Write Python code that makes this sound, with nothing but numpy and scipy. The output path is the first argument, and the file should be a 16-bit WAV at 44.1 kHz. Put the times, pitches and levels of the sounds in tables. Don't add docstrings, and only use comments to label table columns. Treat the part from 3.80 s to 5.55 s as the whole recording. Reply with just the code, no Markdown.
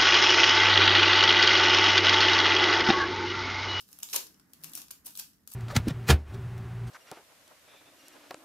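import sys
import numpy as np
from scipy import signal
from scipy.fft import rfft, irfft
from scipy.io import wavfile

SR = 44100
rng = np.random.default_rng(int(sys.argv[2]) if len(sys.argv) > 2 else 0)


def generate_wav(sig):
    pcm = np.round(np.clip(np.atleast_2d(sig).T, -1, 1) * 32767).astype(np.int16)
    wavfile.write(sys.argv[1], SR, pcm)


N = 77175
SIZE = 2048

# (time [s], level [dB], low body [dB], top brightness [dB])
CREASE_SNAPS = [(0.0064, -50.5, -28, -13), (0.0107, -51.5, -7, -3), (0.0883, -54.5, 15, -1.5),
                (0.1156, -54.5, 15, 4), (0.129, -44.5, -8, -1), (0.188, -42.5, 1, 3),
                (0.2021, -49.5, 7.5, -4.0), (0.227, -43.5, 3, -11), (0.2308, -28.5, -0.5, -3),
                (0.288, -47, 7, -32), (0.2991, -46.5, -25, -21), (0.3298, -32, 8, -8),
                (0.333, -30.0, 3, -23), (0.3414, -33, 12.5, -5.0), (0.344, -34, 17, -3.5),
                (0.3494, -35.5, 11.5, -18), (0.3548, -31, 12.5, 3), (0.3586, -25, 4.0, 6.5),
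                (0.361, -23.5, 2.5, -5.5), (0.3624, -24.5, 8, -8.5), (0.4677, -49, -3, -15),
                (0.544, -59.5, -14, -12), (0.597, -56.5, 12, -7), (0.734, -45.5, -1, -1),
                (0.8266, -59, 7, 10), (0.8365, -38, -7.5, -0.5), (0.843, -35.5, 7, -2),
                (0.895, -47.5, -3.0, 3.0), (0.9182, -48.0, -3, 24), (0.9343, -40.0, -16, 0),
                (0.952, -31.5, -12.0, 5), (0.9754, -38.0, 4.5, -1.5), (1.0168, -41, 7, -4.5),
                (1.0827, -52.5, 13, -9), (1.1068, -41.5, 5.0, -1), (1.1107, -35.0, -7, 2.5),
                (1.2475, -54, 0, 20), (1.259, -42.5, -7, 5), (1.262, -38, -1.5, 3), (1.2672, -36, 5.5, 3),
                (1.3529, -42.5, -2, -8), (1.3616, -44.0, -18, 20), (1.374, -35, -3, 3.5),
                (1.3915, -38, -14, -6), (1.3952, -35.5, 1.5, 1.5), (1.3968, -35.5, -1, -9),
                (1.5332, -62.5, 0, -10), (1.6749, -40, -1, 0), (1.716, -45.5, -11, 7),
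                (1.719, -44.5, 6, -6), (1.73, -50, -4, 8), (1.737, -38, -7, 20)]
# (frequency [Hz], relative level [dB])
FOIL_COLOUR = [(80, -24), (200, -16), (370, -6.5), (600, -11), (1200, -5), (1600, -6), (2000, -13),
               (2700, -0.5), (3500, -3), (4200, -0.5), (5500, 4.5), (7500, 3), (12000, 7.5), (14500, 7),
               (16000, -6)]
# (time [s], level [dB])
PULL_LEVEL = [(0, -51), (.06, -72), (.09, -60.5), (.21, -63), (.322, -46.5), (.335, -32.5), (.365, -38),
              (.39, -66.5), (.68, -74.5), (.81, -65), (.85, -50), (.92, -63.5), (.965, -42), (1.005, -51),
              (1.05, -66), (1.23, -84), (1.265, -45), (1.31, -57), (1.35, -62), (1.398, -40), (1.44, -67),
              (1.66, -78), (1.725, -46.5), (1.75, -58)]
# (frequency [Hz], left minus right [dB])
FOIL_AIM = [(350, 1), (900, -2), (2800, -2.5), (5000, -.5), (9000, 2.5), (15000, 1.5)]
# (frequency [Hz], gain [dB])
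ROOM_COLOUR = [(100, 1), (370, 3.5), (700, 4.5), (1400, 2.5), (2800, 1), (6000, -2.5), (11000, -7),
               (16000, -7)]
# (frequency [Hz], time to fall 60 dB [s])
ROOM_DECAY = [(150, 0.61), (530, 0.21), (1400, 0.25), (3700, 0.27), (9700, .28), (16000, 0.32)]
# (time [s], level [dB])
RUB_LEVEL = [(0, -83), (.15, -68), (.3, -76), (.38, -69), (.48, -67.5), (.6, -70.5), (.76, -69), (.88, -62),
             (.98, -59), (1.09, -77.5), (1.3, -66), (1.41, -92), (1.48, -75), (1.75, -77.5)]
# (frequency [Hz], relative level [dB])
RUB_COLOUR = [(30, -15), (65, -17), (115, -13), (155, -4.5), (210, -2.5), (290, 6), (400, -14.5),
              (650, -12), (2000, -10), (8000, -77)]
# (time [s], level [dB])
HUM_LEVEL = [(0, -100), (.73, -97), (.79, -68.5), (.87, -59), (.9, -63.5), (.96, -83), (1.05, -100)]
# (frequency [Hz], relative level [dB])
ROOM_TONE_COLOUR = [(20, -13.5), (65, 1.5), (110, -3), (200, 5.5), (290, -8.5), (450, -10.5), (800, -28.5),
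                    (1300, -19.5), (2200, -29), (5000, -25), (9000, -42), (12500, -22), (16000, -34)]
# (frequency [Hz], left minus right [dB])
MIC_BALANCE = [(60, -3.5), (200, -.5), (700, -2.5), (1400, -3), (2800, -2), (5000, -1), (9000, 1),
               (15000, .5)]

BODY_LOW_HZ, BODY_HZ, BRIGHT_HZ = 250, 1580, 7200


def snaps(attack_s=.0006, decay_s=.0006, quiver_db=-14, quiver_s=.0025, desk_db=-7):
    out = np.zeros((2, N + 2 * SIZE))
    t, hz = np.arange(SIZE) / SR, bins(SIZE)
    quiver = from_db(quiver_db) * np.exp(-t / quiver_s)
    envelope = np.minimum(t / attack_s, 1) * (np.exp(-t / decay_s) + quiver)
    body = 1 / (1 + (hz / BODY_HZ) ** 4)
    top = 1 / (1 + (BRIGHT_HZ / hz) ** 4)
    above_bass = 1 / (1 + (BODY_LOW_HZ / hz) ** 2)
    level_window = .003 * SR
    for time_s, level_db, body_db, bright_db in CREASE_SNAPS:
        pan_db = 2.5 * rng.standard_normal()
        desk_delay_s = .0022 + .0005 * rng.uniform(-.66, 1)
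        scatter = from_db(desk_db) * np.interp(t - desk_delay_s, t, envelope)
        burst = np.hypot(envelope, scatter) * sheet_noise(SIZE)
        ripple_db = 2 * np.interp(hz / 700, np.arange(SIZE), rng.standard_normal(SIZE))
        shelves_db = body_db * body * above_bass + bright_db * (top - .5) * (1 - body)
        burst = colour(burst, at_hz(FOIL_COLOUR, hz) + shelves_db + ripple_db)
        burst = rms_one(burst * from_db([[pan_db / 2], [-pan_db / 2]]))
        start = int(time_s * SR)
        out[:, start:start + SIZE] += from_db(level_db - .3) * burst * np.sqrt(level_window / SIZE)
    return out[:, :N]


def crackle(grains_per_s=1500, spread_db=2.3, decay_s=.0008, gain_db=-1):
    onsets = rng.random(N) < grains_per_s / SR
    strength = from_db(spread_db * np.minimum(rng.exponential(1, N), 4))
    energy = signal.lfilter([1], [1, -np.exp(-2 / (decay_s * SR))], onsets * strength ** 2 + 1e-18)
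    grains = np.sqrt(energy) * sheet_noise(N)
    hz = bins(SIZE)
    thin_db = -1.5 / (1 + (hz / BODY_HZ) ** 4)
    grains = colour(grains, at_hz(FOIL_COLOUR, hz) + thin_db)
    return from_db(gain_db) * level(PULL_LEVEL) * rms_one(grains)


def sheet_noise(size, wide_hz=1440):
    likeness = .3 + .7 / (1 + (bins(size) / wide_hz) ** 2)
    return irfft(stereo_spectrum(size, likeness), size)


def room_answer(sound, gain_db=-.5, delay_s=.0013, build_s=.0026, wide_hz=770):
    size = SR // 2
    t, hz = np.arange(size) / SR, bins(size)
    white = stereo_spectrum(size, likeness=.35 / (1 + (hz / wide_hz) ** 2))
    centres_hz, decays_s = np.transpose(ROOM_DECAY)
    tail = 0
    for share, t60 in zip(np.eye(len(ROOM_DECAY)), decays_s):
        band = np.interp(np.log(hz), np.log(centres_hz), share)
        tail = tail + irfft(white * band, size) * from_db(-60 * t / t60)
    tail *= 1 - np.exp(-np.maximum(t - delay_s, 0) / build_s)
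    tail = colour(rms_one(tail) / np.sqrt(size), gain_db + at_hz(ROOM_COLOUR, bins(SIZE)))
    return signal.fftconvolve(sound, tail, axes=-1)[:, :N]


def finger_rub():
    return level(RUB_LEVEL) * soft_noise(RUB_COLOUR)


def hum(pitch_hz=156, waver_hz=4.8):
    waver = np.interp(np.arange(N), np.linspace(0, N, 30), rng.standard_normal(30))
    phase = 2 * np.pi * np.cumsum(pitch_hz + waver_hz * waver) / SR
    return level(HUM_LEVEL) * rms_one(np.sin(phase))


def room_tone(level_db=-70):
    return from_db(level_db) * soft_noise(ROOM_TONE_COLOUR)


def soft_noise(spectrum, wide_hz=900):
    hz = bins(N)
    white = stereo_spectrum(N, likeness=.85 / (1 + (hz / wide_hz) ** 2))
    return rms_one(irfft(white * from_db(at_hz(spectrum, hz)), N))


def stereo_spectrum(size, likeness):
    pair = rfft(rng.standard_normal((2, size)))
    mid = np.sqrt((1 + likeness) / 2) * pair[0]
    side = np.sqrt((1 - likeness) / 2) * pair[1]
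    return np.array([mid + side, mid - side])


def colour(x, gain_db):
    cepstrum = irfft(np.log(from_db(gain_db)))
    cepstrum[1:SIZE // 2] *= 2
    cepstrum[SIZE // 2 + 1:] = 0
    impulse = irfft(np.exp(rfft(cepstrum)))
    return signal.fftconvolve(x, impulse[None], axes=-1)[:, :x.shape[-1]]


def colour_sides(x, balance):
    half_db = at_hz(balance, bins(SIZE)) / 2
    return np.vstack([colour(x[:1], half_db), colour(x[1:], -half_db)])


def from_db(db):
    return 10 ** (np.asarray(db) / 20)


def rms_one(x):
    return x / np.sqrt(np.mean(x ** 2) + 1e-20)


def level(points):
    return from_db(np.interp(np.arange(N) / SR, *np.transpose(points)))


def bins(size):
    return np.maximum(np.fft.rfftfreq(size, 1 / SR), 1)


def at_hz(points, hz):
    table_hz, values = np.transpose(points)
    return np.interp(np.log(hz), np.log(table_hz), values)


def scene():
    foil = snaps() + crackle()
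    left, right = colour_sides(foil, FOIL_AIM)
    direct = np.array([left, np.roll(right, 1)])
    fingers = finger_rub()
    return direct + room_answer(foil) + fingers + hum() + room_tone()


def record(dry, cutoff_hz=15700):
    lowpass = signal.ellip(10, .2, 70, cutoff_hz, fs=SR, output="sos")
    return signal.sosfilt(lowpass, colour_sides(dry, MIC_BALANCE))


dry = scene()
out = record(dry)
generate_wav(out)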